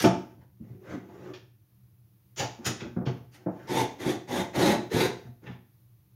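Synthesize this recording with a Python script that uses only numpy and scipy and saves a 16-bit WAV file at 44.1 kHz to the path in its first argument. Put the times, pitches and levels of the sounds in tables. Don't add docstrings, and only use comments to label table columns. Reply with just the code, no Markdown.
import sys
import numpy as np
from scipy import signal
from scipy.fft import rfft, irfft, next_fast_len
from scipy.io import wavfile
from scipy.ndimage import uniform_filter1d, map_coordinates

SR = 44100
rng = np.random.default_rng(int(sys.argv[2]) if len(sys.argv) > 2 else 0)


def boost(x):
    u = np.asarray(x, float) / 20
    return 10 ** u


def output_pcm(signal):
    pcm = np.clip(np.atleast_2d(signal).T, -1, 1) * 32767
    wavfile.write(sys.argv[1], SR, np.round(pcm).astype(np.int16))


N = 271206


def unit(x):
    return x / np.sqrt(np.mean(x ** 2) + 1e-20)


def along(points, hz):
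    f, v = np.transpose(points)
    return np.interp(np.log(hz + 1), np.log(f + 1), v)


def filtered(x, response):
    m = next_fast_len(len(x) + SR // 2)
    spectrum = rfft(x, m) * response(np.fft.rfftfreq(m, 1 / SR))
    return irfft(spectrum, m)[:len(x)]


def modes(table, hz):
    total = 0
    for k, (centre, width, db) in enumerate(table):
        resonance = 1j * hz * width / (centre * centre - hz * hz + 1j * hz * width)
        total = total + (-1) ** k * boost(db) * resonance
    return total


# centre_hz, width_hz, level_db (relative)
HUM_MODES = [(40, 49, -32), (77, 49, -10.5), (118.75, 6.4, 5.5), (192, 8.9, -12), (250, 56, -30),
             (312, 39, -22.5)]
# freq_hz, level_db (relative)
AIR = [(210, -37), (350, -4.5), (717, -8.5), (1230, -9.5), (1380, -12), (6470, -16.5), (7840, -23),
       (11900, -7.5), (15800, -7.5)]


def hum():
    hum_db, air_db = -56, -70.5
    waver_rate, waver_db = 4, 1.2
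    rumble_noise = filtered(rng.standard_normal(N), lambda hz: modes(HUM_MODES, hz) / (1 + (hz / 500) ** 2))
    air = filtered(rng.standard_normal(N), lambda hz: boost(along(AIR, hz)))
    waver = map_coordinates(rng.standard_normal(100), [np.arange(N) * waver_rate / SR])
    return boost(hum_db) * unit(rumble_noise) + boost(air_db + waver_db * waver) * unit(air)


def slips(size, rate, spread_db, smooth):
    catch = (rng.random(size) < rate / SR) * boost(spread_db * rng.standard_normal(size))
    impulses = unit(catch * rng.standard_normal(size))
    return unit(impulses + smooth * rng.standard_normal(size))


def patchy(x, depth_db):
    z = signal.stft(x, nperseg=512)[2]
    field = uniform_filter1d(rng.standard_normal(z.shape), size=3, axis=0)
    field = uniform_filter1d(field, size=5, axis=1)
    return signal.istft(z * boost(depth_db * unit(field)), nperseg=512)[1][:len(x)]


# centre_hz, width_hz, level_db (relative)
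BOARDS = [(181.3, 15, 0), (239.6, 28, -2), (276.2, 44.7, -2), (306.2, 49, -1), (366, 19, 1),
          (410, 390, -9.5), (402, 92, -3), (541, 68, -9), (689, 36, -2.5), (733, 75, -7.5), (862, 82, -3.5),
          (1075, 310, -14.5), (1360, 950, -23.5), (2370, 1400, -27.5)]
# centre_hz, width_hz, level_db (relative)
FLOOR_BOOM = [(86.4, 67, -11.5), (121.7, 18.2, 3.5), (139.3, 60, -10)]


def frame_body(dull_db, boom_db, near_hz=300, lift_db=0):
    spot = []
    for (centre, width, db), scatter_db in zip(BOARDS, rng.normal(0, 2.1, len(BOARDS))):
        lift = lift_db * np.exp(-(np.log2(centre / near_hz) / 0.41) ** 2)
        spot.append((centre, width, db + scatter_db + lift))

    def response(hz):
        body = modes(spot, hz) + boost(boom_db) * modes(FLOOR_BOOM, hz)
        return body * (1 + 1j * hz / 300) ** (-dull_db / 6)
    return response


# freq_hz, level_db (relative)
RASP = [(600, -22), (1000, -3), (1500, 2), (2250, -2.5), (3000, -5.5), (3700, -8), (4500, -28.5)]
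GRIT = [(2200, -23), (3300, -11.5), (4000, -12), (5300, -8.5), (7000, -7.5), (7800, -25.5)]
HISS = [(7000, -7.5), (7800, 3), (10000, 6), (11500, 2), (13000, 7.5), (14000, -7), (15800, -17)]


def shove(effort, grit_db, hiss_db, ring_db, thrum_db, boom_db, squeal_hz, squeal_db, fall_db,
          near_hz=300, lift_db=0, width_hz=240, rail=(2010, 360)):
    s, db = np.transpose(effort)
    t = s[0] + np.arange(SR + round((s[-1] - s[0]) * SR)) / SR
    contact = np.exp(-np.maximum(t - s[-1], 0) / .008)
    judder = map_coordinates(rng.standard_normal(200), [(t - s[0]) * 70])
    force = contact * boost(np.interp(t, s, db) + 0.95 * judder)
    pressure = force / force.max()

    wood = frame_body(3.5, boom_db, near_hz, lift_db)
    coarse = slips(size=len(t), rate=640, spread_db=-0.5, smooth=1.9)
    sound = boost(thrum_db) * filtered(force * coarse, wood) / np.std(filtered(coarse, wood))

    def ring(hz):
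        return 0.5 + abs(modes([(*rail, ring_db)], hz))

    def squeal(hz):
        return abs(modes([(squeal_hz, width_hz, squeal_db)], hz))

    def fall(hz):
        return boost(-fall_db * np.log2(np.clip(hz, 3600, 7500) / 3600))

    press = pressure ** 0.64
    airy = boost(hiss_db) * pressure ** 0.4
    for share, colour in zip([1, boost(grit_db), airy], [RASP, GRIT, HISS]):
        fine = patchy(slips(size=len(t), rate=1200, spread_db=3.5, smooth=2.4), depth_db=2.5)
        rub = filtered(fine, lambda hz: boost(along(colour, hz)) * ring(hz) * fall(hz))
        whine = filtered(fine, lambda hz: boost(along(colour, hz)) * squeal(hz) * fall(hz))
        sound += share * force * (rub + press * whine) / np.std(rub + whine)
    return sound


def stroke(start, rise_s, hold_s, db, ease_s, ease_db):
    top = start + rise_s
    bite = start + min(0.018, rise_s / 2)
    return [(start, db - 21), (bite, db - 7.5), (top, db), (top + hold_s, db),
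            (top + hold_s + ease_s, db + ease_db)]


# start_s, rise_s, peak_effort_db, grit_db and hiss_db (over the rasp)
SKIDS = [(0.0, 0.00088, -29.5, 0.5, -5.5), (0.014, 0.0078, -31.5, 0, -1.5),
         (0.034, 0.012, -27.5, -0.5, -16), (1.334, 0.00367, -43, -4, -34), (2.361, 0.044, -30, 2.5, -40),
         (2.645, .019, -26.5, 2, -9.5), (2.792, 0.016, -36.5, -6, -43), (3.054, 0.012, -38, -4.5, -41),
         (3.311, 0.036, -54.5, -1, -4.5), (5.455, 0.017, -41.5, -10, -45), (5.499, 0.024, -54, -8, -45)]


def skids():
    sounds = []
    for s, rise, db, grit_db, hiss_db in SKIDS:
        effort = stroke(s, rise, 0, db, ease_s=0.053, ease_db=-17.5)
        sounds.append((s, shove(effort, grit_db, hiss_db, ring_db=-6.5, thrum_db=1, boom_db=6.5,
                                squeal_hz=2700.5, squeal_db=0.5, fall_db=-2.4 * min(grit_db, 0),
                                width_hz=1000, rail=(5400, 1400))))
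    return sounds


def knock(db, soft_db, boom_db, near_hz):
    t = np.arange(SR) / SR
    push = 3 * (t / 0.00027) * np.exp(-t / 0.00032)
    decay = boost(-60 * t / 0.12)
    rattle = rng.standard_normal(len(t)) * decay * (1 - np.exp(-t / 0.0047))
    top_hz = 6500 / 2 ** (0.39 * soft_db)
    body = frame_body(soft_db, boom_db, near_hz, lift_db=7.0)
    blow_top_hz = np.clip(top_hz, 900, 3000)
    blow = filtered(push + 3 * rattle, lambda hz: body(hz) / (1 + 1j * hz / blow_top_hz) ** 4)
    scuff = filtered(rattle, lambda hz: boost(along(RASP, hz)) / (1 + (hz / top_hz) ** 6))
    level = boost(-10) / np.std(blow[:1500])
    return boost(db) * (level * blow + boost(-11) * scuff)


# start_s, level_db (nominal peak), softness_db (treble lost per octave),
# floor_boom_db, pitch_hz (board modes near it stand out)
KNOCKS = [(0.039, -1.5, -1, 0.5, 262), (0.052, -4, 2, -3, 264), (0.373, -36, 20.5, 2.5, 360),
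          (0.6, -26, 28.5, 3.5, 216), (0.697, -27, 33, 3.5, 160), (0.743, -32, 37, 10, 337),
          (0.926, -20, 10, -16, 250), (0.957, -34, 14, -18, 260), (1.003, -38, 14, -2, 268),
          (1.087, -40, 1.5, -14, 1075), (2.395, -17.5, -5.5, 10, 659), (2.42, -21, -3, 7, 547),
          (2.587, -29.5, 6, 0, 250), (2.658, -21, 15, 15.5, 230), (2.69, -22, 4.5, -4, 194),
          (2.816, -22.5, 5.5, 7, 366), (2.85, -24, 5, 6, 266), (2.962, -12.5, 5, 7, 199),
          (3.01, -22, 5, 2, 293), (3.064, -11, 4.5, 9, 220), (3.09, -26.5, 4, -2, 323),
          (3.46, -14, 5, -0.5, 280), (3.487, -24.5, 4, -10, 476), (3.708, -31, 6, 4, 300),
          (3.752, -25, 4, 8, 297), (4.054, -11.5, 14.5, -2, 312), (4.568, -10.5, 0.5, 5, 294),
          (4.785, -21, 3, -9, 314), (4.935, -14, 16.5, 6.5, 228), (5.245, -28, 9, 17, 250),
          (5.284, -34.5, 10.5, 11.5, 250), (5.428, -35.5, 9, 6, 304), (5.468, -29, 0, 17.5, 290),
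          (5.489, -26, 11, 11, 200)]


def knocks():
    return [(s, knock(*blow)) for s, *blow in KNOCKS]


# time_s, effort_db
SHIFTS = [
    [(.3, -63), (.378, -83), (.42, -66), (.46, -79)],
    [(.6, -74), (.65, -69.5), (.75, -68.5), (.79, -77), (.85, -56), (.885, -51), (.912, -47), (.96, -52),
     (1.01, -65), (1.06, -66), (1.15, -59), (1.22, -57), (1.28, -54), (1.32, -58.5)],
    [(2.54, -67), (2.6, -68.5), (2.64, -51.5)],
    [(3.17, -60.5), (3.22, -99.5), (3.3, -79), (3.4, -65.5), (3.44, -69)],
    [(3.5, -68), (3.6, -57.5), (3.67, -56.5)],
    [(5.2, -77), (5.27, -62), (5.34, -101)],
    [(5.41, -78), (5.44, -56.5), (5.52, -64.5), (5.6, -90), (5.65, -97.5)],
]


def shifts():
    return [(rows[0][0], shove(rows, grit_db=-10.5, hiss_db=-28.5, ring_db=-6, thrum_db=12, boom_db=5,
                               squeal_hz=1494.5, squeal_db=1, fall_db=1.5))
            for rows in SHIFTS]


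# time_s, level_db (before a 1.5 dB trim)
RUMBLE = [(0.59, -68), (0.606, -50), (0.68, -64), (0.704, -49), (0.784, -47), (0.9, -51), (0.936, -46),
          (1.068, -50.5), (1.308, -38.5), (1.399, -80)]


def rumble():
    s, db = np.transpose(RUMBLE)
    t = s[0] + np.arange(SR + round((s[-1] - s[0]) * SR)) / SR
    wood = frame_body(0, boom_db=5, near_hz=360, lift_db=11.5)
    rolling = slips(size=len(t), rate=150, spread_db=3.0, smooth=0.5)
    soft = filtered(rolling, lambda hz: wood(hz) / (1 + (hz / 409) ** 8))
    force = boost(np.interp(t, s, db, right=-120) - 1.5)
    return [(s[0], force * unit(soft))]


def creak():
    start_s, end_s, pitch_hz, width_hz, level_db = 1.09, 1.38, 1159.5, 35, -58
    size = round((end_s - start_s) * SR)
    rub = slips(size=size, rate=210, spread_db=10.0, smooth=0.61)
    ring = filtered(rub, lambda hz: modes([(pitch_hz, width_hz, 0)], hz) ** 2)
    swell = np.sqrt(np.hanning(size))
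    return [(start_s, boost(level_db) * swell * unit(ring))]


def stretches(x):
    place = np.clip(np.arange(len(x)) / SR / 0.0685, 0, 3)
    return [x * np.clip(1 - abs(place - k), 0, 1) for k in range(4)]


# start_s, rise_s, hold_s, peak_effort_db,
# pitch_hz (board modes near it stand out)
DRAGS = [(3.672, .1, 0.038, -31.5, 272), (3.985, 0.091, 0.034, -35.5, 368), (4.273, 0.069, 0.059, -35, 194),
         (4.533, 0.094, .09, -28, 296), (4.902, 0.084, 0.058, -28.5, 360)]


def drags():
    sounds = []
    for s, rise, hold, db, near_hz in DRAGS:
        heavy = np.clip((db + 30) / 1.5, 0, 1)
        effort = stroke(s, rise, hold, db, ease_s=0.054, ease_db=-14)
        pull = shove(effort, grit_db=-2, hiss_db=-7.5, ring_db=1.5 + 0.73 * (-30 - db), thrum_db=11.5,
                     boom_db=-0.5, squeal_hz=3577 + 330 * heavy, squeal_db=4.5 + 6 * heavy, fall_db=0.9,
                     near_hz=near_hz, lift_db=3)
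        sounds += [(s, part) for part in stretches(pull)]
    return sounds


def even_noise(size):
    z = signal.stft(rng.standard_normal(size), nperseg=2048)[2]
    return signal.istft(z / np.abs(z), nperseg=2048)[1][:size]


# freq_hz, decay_s
ROOM = [(80, 0.57), (250, 0.41), (500, 0.39), (2000, 0.39), (6000, 0.4), (9000, 0.31), (14000, 0.13)]
# freq_hz, level_db
WET = [(100, -11), (250, -12.5), (500, -7), (1000, -6), (4000, -9), (12000, -9.5)]


def room(x):
    hz, t, z = signal.stft(even_noise(size=2 * SR // 3), SR, nperseg=256)
    fade = boost(-60 * t / along(ROOM, hz)[:, None])
    fade /= np.linalg.norm(signal.istft(z * fade, SR, nperseg=256)[1])
    tail = signal.istft(z * fade * boost(along(WET, hz))[:, None], SR, nperseg=256)[1]
    delayed = np.pad(x, (200, 0))
    return boost(-5.0) * x + signal.fftconvolve(delayed, tail)[:len(x)]


def scene():
    out = np.zeros(N + 2 * SR)
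    for s, sound in skids() + knocks() + shifts() + rumble() + creak() + drags():
        out[round(s * SR):][:len(sound)] += room(sound)
    return (out[:N] + hum())[None]


def band_limit(x):
    return signal.sosfilt(signal.butter(12, 16510, fs=SR, output="sos"), x)


def record(dry):
    def microphone(hz):
        return (1j * hz / (70 + 1j * hz)) ** 2

    def below_top(hz):
        return hz < 15800
    mix = filtered(dry[0], lambda hz: microphone(hz) * below_top(hz))[None]
    return band_limit(mix)


dry = scene()
out = record(dry)
output_pcm(out)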